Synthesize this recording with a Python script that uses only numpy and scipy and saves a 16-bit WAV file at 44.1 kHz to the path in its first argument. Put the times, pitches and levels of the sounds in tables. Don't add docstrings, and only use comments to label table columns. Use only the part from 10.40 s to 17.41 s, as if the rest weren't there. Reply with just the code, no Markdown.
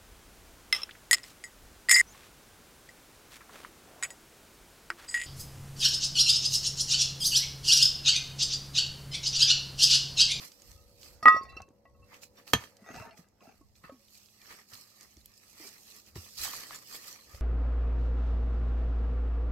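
import sys
import numpy as np
from scipy import signal
from scipy.fft import rfft, irfft, next_fast_len
from scipy.io import wavfile
from scipy.ndimage import uniform_filter1d, map_coordinates

SR = 44100
rng = np.random.default_rng(int(sys.argv[2]) if len(sys.argv) > 2 else 0)


def wav_record(signal):
    frames = np.transpose(np.atleast_2d(signal))
    bounded = np.clip(frames, -1, 1)
    quanta = np.round(bounded * 32767).astype(np.int16)
    wavfile.write(sys.argv[1], SR, quanta)


def boost(x):
    u = np.asarray(x, float) / 20
    return 10 ** u


N = 309141
CLOCK = np.arange(N) / SR
OUT_OF_STEP = np.array([[1], [-1]])


def unit(x):
    return x / np.sqrt(np.mean(x ** 2) + 1e-20)


def along(points, hz):
    f, value = np.transpose(points)
    return np.interp(np.log(hz + 1), np.log(f + 1), value)


def curves(rows):
    s, *columns = np.transpose(rows)
    return [np.interp(CLOCK, s, column) for column in columns]


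def wobble(rate):
    return map_coordinates(rng.standard_normal(int(N * rate / SR) + 4), [CLOCK * rate])


def decay(t, t60_s):
    return boost(-60 * t / t60_s)


def place(out, start_s, sound):
    start = round(start_s * SR)
    out[..., start:start + sound.shape[-1]] += sound


def filtered(x, response):
    m = next_fast_len(N + SR // 2)
    return irfft(rfft(x, m) * response(np.fft.rfftfreq(m, 1 / SR)), m)[..., :N]


def panned(x, db):
    return x * boost(np.reshape([db / 2, -db / 2], (2, -1)))


def strokes(rows, rest_db, steeper=1):
    gain = boost(rest_db)
    for s, db, swell, fade in rows:
        away = np.maximum((s - CLOCK) / swell, (CLOCK - s) / fade)
        gain = gain + boost(db - 20 * steeper * away)
    return gain


# frequency [Hz], left-right correlation [-1 to 1].
PORT_LIKENESS = [(60, -0.83), (180, 1), (550, 0.31), (1650, -0.0069), (4970, -0.24), (15000, 0.25)]


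def gritty(spectrum, grain_db, grain_s):
    size = np.minimum(rng.exponential(1, N), 4)
    grains = boost(grain_db * size) * (rng.random(N) < .02)
    lumps = signal.lfilter([1], [1, -np.exp(-1 / (grain_s * SR))], grains)
    pair = (lumps + 1e-9) * rng.standard_normal((2, N))
    pair += 1.6 * np.mean(lumps) * rng.standard_normal((2, N))

    def mid_side(hz):
        turn = np.arccos(np.clip(along(PORT_LIKENESS, hz), -1, 1)) / 2
        return boost(along(spectrum, hz)) * [np.cos(turn), np.sin(turn)]

    mid, side = filtered(pair, mid_side)
    return unit(np.array([mid + side, mid - side]))


def gravel(count, centre_hz, cycles):
    when, where = rng.random(count), rng.random(count)
    size_db = rng.normal(0, 3, count)[:, None]
    hz = (centre_hz * np.exp(rng.normal(0, .5, count)))[:, None]
    t = np.arange(500) / SR
    rings = boost(size_db - 60 * t * hz / cycles) * np.sin(2 * np.pi * np.minimum(hz, 15000) * t)
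    at = ((when * N).astype(int)[:, None] + np.arange(500)).ravel()
    sides = []
    for share in (np.sqrt(where), np.sqrt(1 - where)):
        sides.append(np.bincount(at, (rings * share[:, None]).ravel(), N + 700)[:N])
    return unit(np.array(sides))


def patchy(x, depth_db):
    z = signal.stft(x, nperseg=512)[2]
    field = uniform_filter1d(rng.standard_normal(z.shape[1:]), size=4, axis=0)
    field = uniform_filter1d(field, size=8, axis=1)
    return signal.istft(z * boost(depth_db * unit(field)), nperseg=512)[1][:, :N]


# frequency [Hz], level [dB rms].
DRONE_LINES = [(104, -77.5), (209, -75), (488, -76.5), (557, -76)]
# time [s], level [dB].
DRONE_UPPER_FADE = [(0, -1), (.5, 6.5), (2.4, 4.5), (3.6, -41), (7, 1)]


def drone():
    upper, out = curves(DRONE_UPPER_FADE)[0], 0
    for hz, db in DRONE_LINES:
        level = boost(db + 1.0 + 0.59 * wobble(6.8) + upper * (hz > 300))
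        out = out + level * np.sin(2 * np.pi * hz * CLOCK + 1.1 * wobble(31))
    return out


# peak [s], crunch [dB], scrape over it [dB], swell [s], fade [s].
HANDS = [(0.032, -50, -2, 0.13, 0.085), (.3, -62, -10.5, 0.43, 0.27), (.648, -57, -6.5, 0.1, 0.19),
         (1.749, -62.5, 9, 0.096, 0.075), (1.832, -54.5, -2.5, 0.021, 0.041),
         (1.987, -66, 6.5, 0.063, 0.08), (2.078, -54, -2.5, 0.021, 0.12), (2.209, -57.5, 4.5, 0.039, 0.13),
         (2.597, -58.5, 8.5, 0.16, 0.1), (2.779, -61.5, 3, 0.021, 0.055), (3.039, -70, -5, 0.033, 0.27),
         (3.36, -71.5, -7, .01, 0.085), (3.443, -73, 16.5, 0.02, 0.1)]
# peak [s], crunch [dB], scrape over it [dB], swell [s], fade [s].
FEET = [(3.764, -62.5, -12.5, 0.33, 0.46), (4.121, -57, 3.5, 0.14, 0.098), (4.2, -64, 3.5, 0.104, 0.055),
        (4.336, -55, -5, 0.056, 0.226), (4.62, -65, 2.5, 0.1, 0.19), (5.07, -67.5, -7.5, 0.95, 0.32),
        (5.241, -55, -2.5, 0.1632, 0.25), (5.55, -58.5, -7, 0.37, 0.13), (5.6, -63.5, -10.5, .1, 0.019),
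        (5.685, -59, -7, 0.032, .04), (5.758, -51.5, -5, 0.006, 0.12), (5.86, -58.5, -7.5, .15, 0.11),
        (5.982, -47, -19.5, 0.015, 0.11), (6.043, -37.5, -6.5, 0.076, 0.11), (6.135, -52, -3, .06, 0.26),
        (6.235, -55.5, 0.5, 0.29, 0.026), (6.349, -50.5, 1, .2, 0.062), (6.554, -48.5, -2.5, 0.15, 0.073),
        (6.681, -52, -5, .2, 0.19), (6.97, -61.5, -1.5, 0.41, 0.32)]


def scraping():
    rows = [(s, db + over, swell, fade) for s, db, over, swell, fade in HANDS + FEET]
    return strokes(rows, rest_db=-88, steeper=1.35)


# frequency [Hz], level [dB].
SLOPE_SPECTRUM = [(41, -28.5), (70, -3.5), (318, -2), (371, -3), (554, -4.5), (1000, -10), (1300, -37),
                  (2200, -120)]


def murmur():
    gain = boost(-71 + 0.17 * curves(DRONE_UPPER_FADE)[0])
    gain = gain + boost(-9.5) * np.minimum(scraping(), boost(-54.5))
    return boost(wobble(2.9)) * gain * gritty(SLOPE_SPECTRUM, grain_db=0.0, grain_s=0.011)


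# frequency [Hz], level [dB].
BUFFET_SPECTRUM = [(8.8, -42.5), (22, -12), (64, 2), (160, -13.5), (210, -42.5), (350, -120)]
# peak [s], level [dB], swell [s], fade [s].
GUST_SWELLS = [
    (.31, -53.5, 0.1, 0.9),
    (1.2, -59.5, 0.2, 0.22),
    (1.64, -59, 0.15, 0.26),
    (2.58, -59.5, 0.12, 0.16),
    (3.4, -68, 0.55, 0.47),
    (4.8, -59, 0.094, 0.11),
    (5.76, -65, .06, 0.23),
    (6.01, -64, 0.056, .2),
    (6.97, -59.5, 0.14, 0.27),
]


def wind():
    rumble = filtered(rng.standard_normal((3, N)), lambda hz: boost(along(BUFFET_SPECTRUM, hz)))
    lumps = boost(4.2 * wobble(9)) * (0.95 * rumble[2] + rumble[:2])
    return strokes(GUST_SWELLS, rest_db=-79) * unit(lumps)


# frequency [Hz], level [dB].
CRUMB_SPECTRUM = [(1470, -35), (2500, -6), (3650, -9), (4160, -0.5), (5010, 0), (6410, -3), (7530, -5.5),
                  (8140, -3), (9280, -13.5), (12200, -5), (13400, -6), (15800, -15.5)]
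# frequency [Hz], level [dB].
STONE_SPECTRUM = [(290, -28.5), (500, -10.5), (934, -14), (1200, 2.5), (1510, -11.5), (1790, 1),
                  (4500, -20.5), (5850, -33.5), (9900, -120)]
# time [s], left-right level difference [dB].
WHERE_WORKING = [(0.0, -5.5), (0.64, -6), (4.53, -6), (7.01, -4)]


def soil():
    presses = [(s, db, swell, fade) for s, db, over, swell, fade in HANDS + FEET]
    crumb_gain = strokes(presses, rest_db=-85) * boost(1.89 + 1.085 * wobble(30))
    covered = strokes(SLAB_DRAGS, -90) > boost(-65)
    stone_gain = scraping() * boost(-14 * covered) * boost(-0.17 + 1.5 * wobble(28))
    fine = gritty(CRUMB_SPECTRUM, grain_db=5.0, grain_s=0.0021)
    fine += 0.24 * gravel(count=4000, centre_hz=6040, cycles=730)
    coarse = gritty(STONE_SPECTRUM, grain_db=9.0, grain_s=0.0035)
    coarse += 0.42 * gravel(count=3000, centre_hz=1740, cycles=7.2)
    pan = curves(WHERE_WORKING)[0]
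    return patchy(panned(crumb_gain * fine, pan) + panned(stone_gain * coarse, 0.25 * pan), depth_db=2.5)


# start [s], peak [dB], pitch [Hz].
GRIT_SNAPS = [(0.118, -38.5, 4800), (0.2192, -38, 6700), (0.315, -39.5, 5980), (0.614, -42, 5530),
              (0.631, -37, 4300), (1.2189, -40.5, 6000), (1.731, -51.5, 4970), (1.2875, -53.5, 6420),
              (1.8181, -47, 4250), (2.368, -42, 5630), (2.8853, -55.5, 7050), (3.354, -52, 3530),
              (2.562, -41, 4540), (2.597, -50, 5000), (2.622, -47.5, 5500), (6.02, -31.5, 8200),
              (6.075, -34, 4900), (3.683, -47, 4060), (3.859, -46, 5250), (4.016, -42, 4200),
              (3.751, -47, 4370), (4.3345, -35, 4300), (4.352, -37, 4270), (4.6093, -36.5, 6170),
              (4.7685, -43, 5600), (4.858, -33.5, 12000), (4.9759, -45, 7600), (5.29, -37, 6740),
              (5.563, -36, 12100), (5.7546, -38, 4650), (5.975, -51, 5180), (5.994, -31, 5240),
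              (6.04, -42, 4840), (6.06, -33, 4280), (6.2045, -34, 5130), (6.3462, -34, 6850),
              (6.359, -32, 7200), (6.3882, -39, 7150), (6.6713, -33, 12700)]
# start [s], peak [dB], pitch [Hz].
STONE_TICKS = [(1.7308, -44, 1280), (1.7419, -40.5, 2680), (1.8331, -38.5, 2415), (2.0768, -37, 2553),
               (2.1079, -50, 3230), (2.222, -44.5, 1770), (2.2387, -39.5, 2150), (2.4161, -54.5, 1300),
               (2.499, -45, 1350), (2.513, -42.5, 1680), (2.5425, -39, 1490), (2.546, -41, 900),
               (2.5552, -47.5, 3300), (2.599, -40.5, 1500), (2.7092, -48, 2770), (2.7749, -48, 1960),
               (3.0067, -53, 2700), (3.77, -52, 2390), (3.839, -58, 2658), (3.886, -52, 2650),
               (4.0572, -46, 1780), (6.057, -38, 1810), (6.066, -32, 1120), (6.078, -34.5, 1100),
               (6.135, -30, 1140), (6.186, -42, 1250), (6.3078, -34, 1180), (6.349, -41, 1200),
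               (6.553, -30.5, 3440), (6.947, -43, 1960)]


def snaps():
    out, t = np.zeros((2, N + SR)), np.arange(SR // 10) / SR
    for rows, t60_s in [(STONE_TICKS, .015), (GRIT_SNAPS, .013)]:
        for s, db, hz in rows:
            b, a = signal.iirpeak(min(hz, 14000), 1.5, SR)
            burst = unit(signal.lfilter(b, a, rng.standard_normal((2, len(t)))))
            sound = .55 * decay(t, t60_s) * np.sin(2 * np.pi * hz * t)
            sound = sound + .5 * decay(t, .012) * (burst[0] + .6 * burst)
            place(out, s, boost(db - 0.5) * sound * (1 - np.exp(-t / 0.0007)))
    return panned(out[:, :N], curves(WHERE_WORKING)[0])


# start [s], peak [dB], left-right level difference [dB].
PEBBLE_BLOWS = [
    (2.133, -8.5, -2.5),
    (2.2367, -41.5, -5.5),
]
# frequency [Hz], level [dB], t60 [s].
PEBBLE_MODES = [(1225, 4, 0.024), (1776, -5, .08), (1722, -11, .07), (2290, 0, .024), (2519, -8, 0.04),
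                (3200, 3.5, 0.055), (4040, -9, 0.06), (5050, -3, 0.022), (6231, -18, 0.17),
                (6874, -10, 0.055), (9948, -22.5, 0.036), (11390, -11, 0.085), (12900, -3, .016),
                (13900, -6, .014)]
# frequency [Hz], level [dB], t60 [s].
PEBBLE_GROUND = [(68, -16, .14), (105, -12, .14), (139, -7, 0.11), (206, -7, .08), (270, 3, 0.028),
                 (460, -2, 0.035), (650, -1, .025)]


def pebble():
    out, t = np.zeros((2, N)), np.arange(SR // 2) / SR
    ring, boom = 0, 0
    for hz, db, t60 in PEBBLE_MODES:
        ring = ring + boost(db - 7.5) * decay(t, t60) * np.sin(2 * np.pi * hz * t + .7 * OUT_OF_STEP)
    for hz, db, t60 in PEBBLE_GROUND:
        boom = boom + boost(db - 7.0) * decay(t, t60) * np.sin(2 * np.pi * hz * t)
    noise = signal.lfilter([1], [1, -.75], rng.standard_normal((3, len(t))))
    crack_and_dust = boost(-1) * decay(t, 0.014) + boost(-30.0) * decay(t, 0.15)
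    crack = crack_and_dust * (1.2 * noise[2] + .5 * noise[:2])
    onset = 1 - np.exp(-(t / .002) ** 2)
    for s, db, pan in PEBBLE_BLOWS:
        place(out, s, boost(db) * (panned(ring + crack, pan) + panned(boom, 1.5)) * onset)
    return out


# start [s], peak
# [dB], pitch [Hz], t60 [s].
GROUND_THUDS = [(.827, -42, 700, .04), (.83, -50, 250, .06), (0.8562, -19, 900, 0.022),
                (.858, -38, 270, .11), (0.87, -29, 450, 0.02), (0.882, -28, 750, 0.025),
                (0.919, -38, 450, 0.013), (0.945, -33, 380, 0.015), (0.964, -30, 600, 0.016),
                (1.011, -40, 400, 0.013), (1.035, -48, 350, .013), (1.166, -40, 350, 0.015),
                (1.203, -37, 760, 0.016), (1.21, -50, 90, .08), (1.283, -52, 420, .02),
                (1.305, -53, 300, .03), (1.599, -45.5, 62.9, 0.031), (2.42, -54, 215, .08),
                (2.503, -42, 254, 0.04), (2.542, -43, 330, 0.02), (2.567, -45, 150, .04),
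                (2.599, -40.5, 120, 0.051), (2.675, -52, 200, .05), (2.79, -50, 181.4, 0.099),
                (3.442, -48.5, 167, 0.038), (1.453, -54, 700, .025), (3.21, -56, 300, .06),
                (3.075, -53, 260, .05), (3.495, -42, 560, 0.03), (3.52, -52, 280, .15),
                (4.328, -54, 118, 0.059), (4.764, -50, 69.9, 0.075), (4.772, -58, 320, .04),
                (5.2, -54, 330, .13), (5.25, -56, 400, 0.07), (5.757, -40, 150, 0.06),
                (5.76, -45, 380, .05), (6.946, -50, 570, .02), (5.772, -43, 95, 0.13),
                (6.018, -44, 60.7, 0.052), (6.939, -42, 61, 0.083)]


def thuds():
    out, t = np.zeros(N + SR), np.arange(SR // 4) / SR
    for s, db, hz, t60 in GROUND_THUDS:
        puff = unit(signal.lfilter(*signal.butter(2, 2 * hz, fs=SR), rng.standard_normal(len(t))))
        swing = np.sin(2 * np.pi * hz * t * (1 - 1.6 * t)) + 0.27 * puff
        place(out, s, boost(db + 5.0) * decay(t, t60) * swing * (1 - np.exp(-t * hz * 4)))
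    return out[:N]


# peak [s], level [dB], swell [s], fade [s].
SLAB_DRAGS = [
    (.88, -51, .02, .2),
    (1.2, -62, .6, .045),
    (2.505, -51.5, .08, .15),
    (2.615, -49, .18, .2),
    (3.015, -62, .012, .15),
    (3.1, -58, .1, .05),
]
# frequency [Hz], width [Hz], level [dB].
DRAG_RESONANCES = [(199, 44, -2.5), (435, 76, -7), (710, 100, -1.5), (907, 67, -7.5), (1265, 120, -8),
                   (1750, 100, -10), (1960, 38, -11), (2700, 370, -16), (5084, 70, -15), (6440, 60, -17.5),
                   (1506, 830, -15)]


def drag():
    slips = (rng.random((2, N)) < .03) * boost(rng.normal(0, 3.5, N)) * rng.standard_normal(N)
    slips = unit(slips)

    def body(f):
        total = 0
        for k, (centre, width, db) in enumerate(DRAG_RESONANCES):
            loss = 1j * f * width
            total = total + (-1) ** k * boost(db) * loss / (centre * centre - f * f + loss)
        return total

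    push = patchy(slips[0] + 1.4 * slips, depth_db=4)
    return filtered(strokes(SLAB_DRAGS, -87) * push, body) / np.std(filtered(push[0], body))


# start [s], level [dB], pitch [Hz], t60 [s].
RUBBED_MODES = [(0.859, -48, 2660, 0.033), (1.009, -39, 1080, 0.23), (1.06, -52, 1900, 0.18),
                (1.169, -35.5, 2696, 0.099), (1.22, -44.5, 2640, 0.071), (2.443, -57, 1936, 0.32),
                (2.476, -50, 1926, 0.18), (2.5, -59, 2680, 0.23), (2.568, -50, 2690, 0.2),
                (2.572, -54, 1700, .15), (2.577, -42, 917, .08), (2.615, -46, 650, 0.17),
                (2.632, -44, 922, 0.14), (2.668, -51.5, 1780, 0.12), (2.705, -46.5, 660, 0.078),
                (2.707, -49.5, 2740, 0.041), (2.736, -51, 850, 0.083), (2.706, -50, 4360, 0.045),
                (2.503, -53, 6440, 0.073), (2.615, -48, 2690, 0.11), (2.545, -52, 5600, 0.1),
                (2.46, -61.5, 3650, .15), (3.004, -57, 1080, 0.078), (3.02, -61, 2700, .07),
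                (3.042, -63, 750, 0.07), (3.068, -51, 1340, .06), (3.072, -57.5, 2700, .08),
                (3.21, -58, 1100, 0.1), (3.498, -56, 2700, 0.045), (3.522, -61, 2400, .05),
                (3.59, -65, 555, .2), (3.441, -54, 1470, 0.078), (3.5, -58.5, 1110, 0.25),
                (3.441, -57, 2640, 0.12), (3.748, -56.5, 2404, 0.046), (4.011, -43.5, 2380, 0.05),
                (5.19, -56, 2395, 0.19), (5.24, -53.5, 2330, 0.13), (.28, -67, 1263, .3),
                (.355, -66.5, 1260, .4), (.37, -70, 2690, .2), (.95, -46, 2680, .12), (.9, -48, 2670, .2),
                (1.085, -54.5, 2685, 0.44), (1.62, -60, 2680, .12), (1.012, -55, 4640, 0.31),
                (1.09, -56.5, 4000, 0.32), (3.441, -52, 1800, .08), (1.72, -54, 870, .08),
                (1.586, -66.5, 1090, .5)]


def rubbing():
    out, t = np.zeros(N), np.arange(SR // 4) / SR
    for s, db, hz, t60 in RUBBED_MODES:
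        place(out, s, boost(db) * decay(t, t60) * np.sin(2 * np.pi * hz * t) * (1 - np.exp(-t / .007)))
    return panned(boost(3 * wobble(110)) * out, -4.5)


# start [s], level [dB].
SHIMMER_BLOWS = [
    (0.8284, -44.5),
    (0.856, -48),
    (0.8824, -39),
    (.921, -55),
    (0.946, -51),
    (.9647, -53),
    (1.032, -53),
    (1.093, -58),
    (1.166, -60),
]


def shimmer(count, low_hz, high_hz):
    out, t = np.zeros((2, N)), np.arange(SR // 6) / SR
    octaves = np.log2(high_hz / low_hz) * rng.random((count, 1))
    level = boost(-7 * octaves) * decay(t * (1 + .4 * octaves), .11)
    rings = level * np.sin(2 * np.pi * low_hz * 2 ** octaves * t)
    for s, db in SHIMMER_BLOWS:
        mix = rng.standard_normal((2, count)) @ rings / np.sqrt(count)
        place(out, s, boost(db) * mix * (1 - np.exp(-t / .001)))
    return out


# start [s], ring [dB], spot along [0-1], spot across [0-1], crack [dB].
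SLAB_CONTACTS = [(0.8275, -33, .47, .31, -27), (0.8565, -8.3, .478, .885, -20),
                 (0.8822, -12, .44, .53, -18), (0.9652, -38, .27, .4, -42.5), (1.0126, -54, .5, .52, -50.5),
                 (1.048, -55, .6, .5, -60), (1.0894, -55.9, .735, .01, -54), (1.1274, -54, .37, .185, -61),
                 (1.1662, -47, .48, .76, -45), (1.2037, -53, .25, .74, -40), (1.4535, -58, .23, .4, -43),
                 (1.5444, -70.9, .99, .83, -76), (1.6244, -63, .31, .225, -70),
                 (2.4394, -58.4, .31, .99, -54), (2.6144, -52, .1, .9, -50),
                 (3.4381, -47.8, .425, .825, -36), (3.496, -49, .45, .255, -37)]
# start [s], ring [dB], along [0-1], across [0-1], crack [dB].
SLAB_CLINKS = [(0.826, -45, .8, .61, -48), (0.8565, -52, .41, .31, -56), (0.8814, -23, .56, .245, -41),
               (0.921, -52.1, .47, .585, -53), (0.9464, -55.4, .315, .805, -58),
               (0.9647, -49, .74, .44, -52.5), (1.0124, -56.9, .7, .77, -54), (1.0498, -60, .805, .35, -47),
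               (1.0954, -60.8, .145, .23, -67), (1.1657, -51.1, .76, .625, -65),
               (1.9697, -53.8, .12, .55, -61), (2.7041, -68, .79, .22, -63)]
# frequency [Hz], t60 [s], left-right difference [dB], share of stiffening.
SLAB_LOW = [(1055, 0.34, 2.5, 2.01), (1246, 0.26, -2.5, 1), (1922, 0.19, 3, .9), (2660, 0.13, -6, 0.5)]
# frequency [Hz], t60 [s], left-right difference [dB], share of stiffening.
SLAB_BRIGHT = [(3558, .11, -4.5, .6), (4300, .15, -5.5, .1), (5050, .075, -3, 0.54), (5593, .14, -2, 0.056)]
LOW_NODE_LINES = [(1, 0), (2, 0), (0, 2), (1, 1)]
BRIGHT_NODE_LINES = [(2, 0), (1, 1), (0, 1), (0, 2)]
# time [s], damping factor.
SLAB_DAMPING = [(.85, 1.2), (.857, 3.6), (.864, .4), (.879, .3), (.8815, 9), (.883, 3), (.891, 3),
                (.894, .8), (.97, .85), (.99, 1.5), (1.008, 1.5), (1.011, 25), (1.0135, 1.3), (1.197, 1.3),
                (1.2, 30), (1.2035, 1.5), (3, 2.2)]


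def slab():
    lands_s, stiffens, settle_s = .872, .021, .12
    stiff = stiffens * (1 - np.exp(-np.maximum(CLOCK - lands_s, 0) / settle_s))
    creep = np.cumsum(stiff) / SR
    age = np.cumsum(curves(SLAB_DAMPING)[0]) / SR
    out, t = np.zeros((2, N)), np.arange(SR // 3) / SR
    twin = [(4640, .17, -2, .2)]
    low = (SLAB_CONTACTS, SLAB_LOW, LOW_NODE_LINES, 1.2, .8)
    bright = (SLAB_CLINKS, SLAB_BRIGHT + twin, BRIGHT_NODE_LINES, 3, .6)
    for contacts, modes, nodes, flicker_db, dull in (low, bright):
        swings = []
        for hz, t60, pan, share in modes:
            lead = .42 * (hz > 1100) * OUT_OF_STEP
            swing = np.sin(2 * np.pi * hz * (CLOCK + share * creep) + lead)
            swings.append(boost(flicker_db * wobble(55)) * panned(swing, pan))
        for s, ring_db, x, y, crack_db in contacts:
            levels = []
            for m, n in nodes:
                shape = abs(np.cos(np.pi * m * x) * np.cos(np.pi * n * y))
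                levels.append(ring_db + 20 * np.log10(shape + .01))
            span = slice(round(s * SR), round(s * SR) + len(t))
            aged = age[span] - age[span][0]
            noise = rng.standard_normal((2, len(t)))
            crack = unit(signal.lfilter([1], np.convolve([1, -dull], [1, -dull]), noise))
            sound = boost(crack_db - 10) * decay(t, .012) * (crack[0] + .6 * crack)
            for mode, db, swing in zip(modes, levels + [levels[1] - 1.0], swings):
                sound += boost(db + 0.77) * decay(aged, mode[1]) * swing[:, span]
            rise_s = .00022 * boost(-.35 * (max(levels) + 10))
            out[:, span] += sound * (1 - np.exp(-t / rise_s)) ** 2
    return out


# frequency [Hz], t60 [s].
ROCK_SCATTER = [(200, 0.028), (2000, 0.17), (12000, 0.037)]


def rocks(x):
    noise = rng.standard_normal((2, SR // 2))
    hz, t, z = signal.stft(.6 * noise + .8 * noise[0], SR, nperseg=256)
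    tail = signal.istft(z * decay(t, along(ROCK_SCATTER, hz)[:, None]), SR, nperseg=256)[1]
    tail = tail / np.linalg.norm(tail, axis=1)[:, None]
    late = np.pad(x, ((0, 0), (200, 0)))
    return signal.fftconvolve(late, tail, axes=1)[:, :N]


# frequency [Hz], level [dB].
MICROPHONE_TONE = [(7000, 1), (9500, -5), (12000, -2), (15500, -6.5)]


def scene():
    hits = slab() + thuds() + rubbing() + pebble() + snaps() + drag()
    hits = filtered(hits, lambda hz: boost(along(MICROPHONE_TONE, hz)))
    hits = signal.lfilter(*signal.butter(2, 50, "high", fs=SR), hits)
    air = wind() + murmur() + drone()
    return hits + boost(-14.0) * rocks(hits) + soil() + air + 2 * shimmer(count=110, low_hz=4220, high_hz=14800)


def low_pass(x):
    return signal.sosfilt(signal.butter(12, 16470, fs=SR, output="sos"), x)


def record(dry):
    held = dry / (1 + np.abs(dry / .98) ** 8) ** (1 / 8)
    mix = filtered(held, lambda hz: hz < 15830)
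    return low_pass(mix)


dry = scene()
out = record(dry)
wav_record(out)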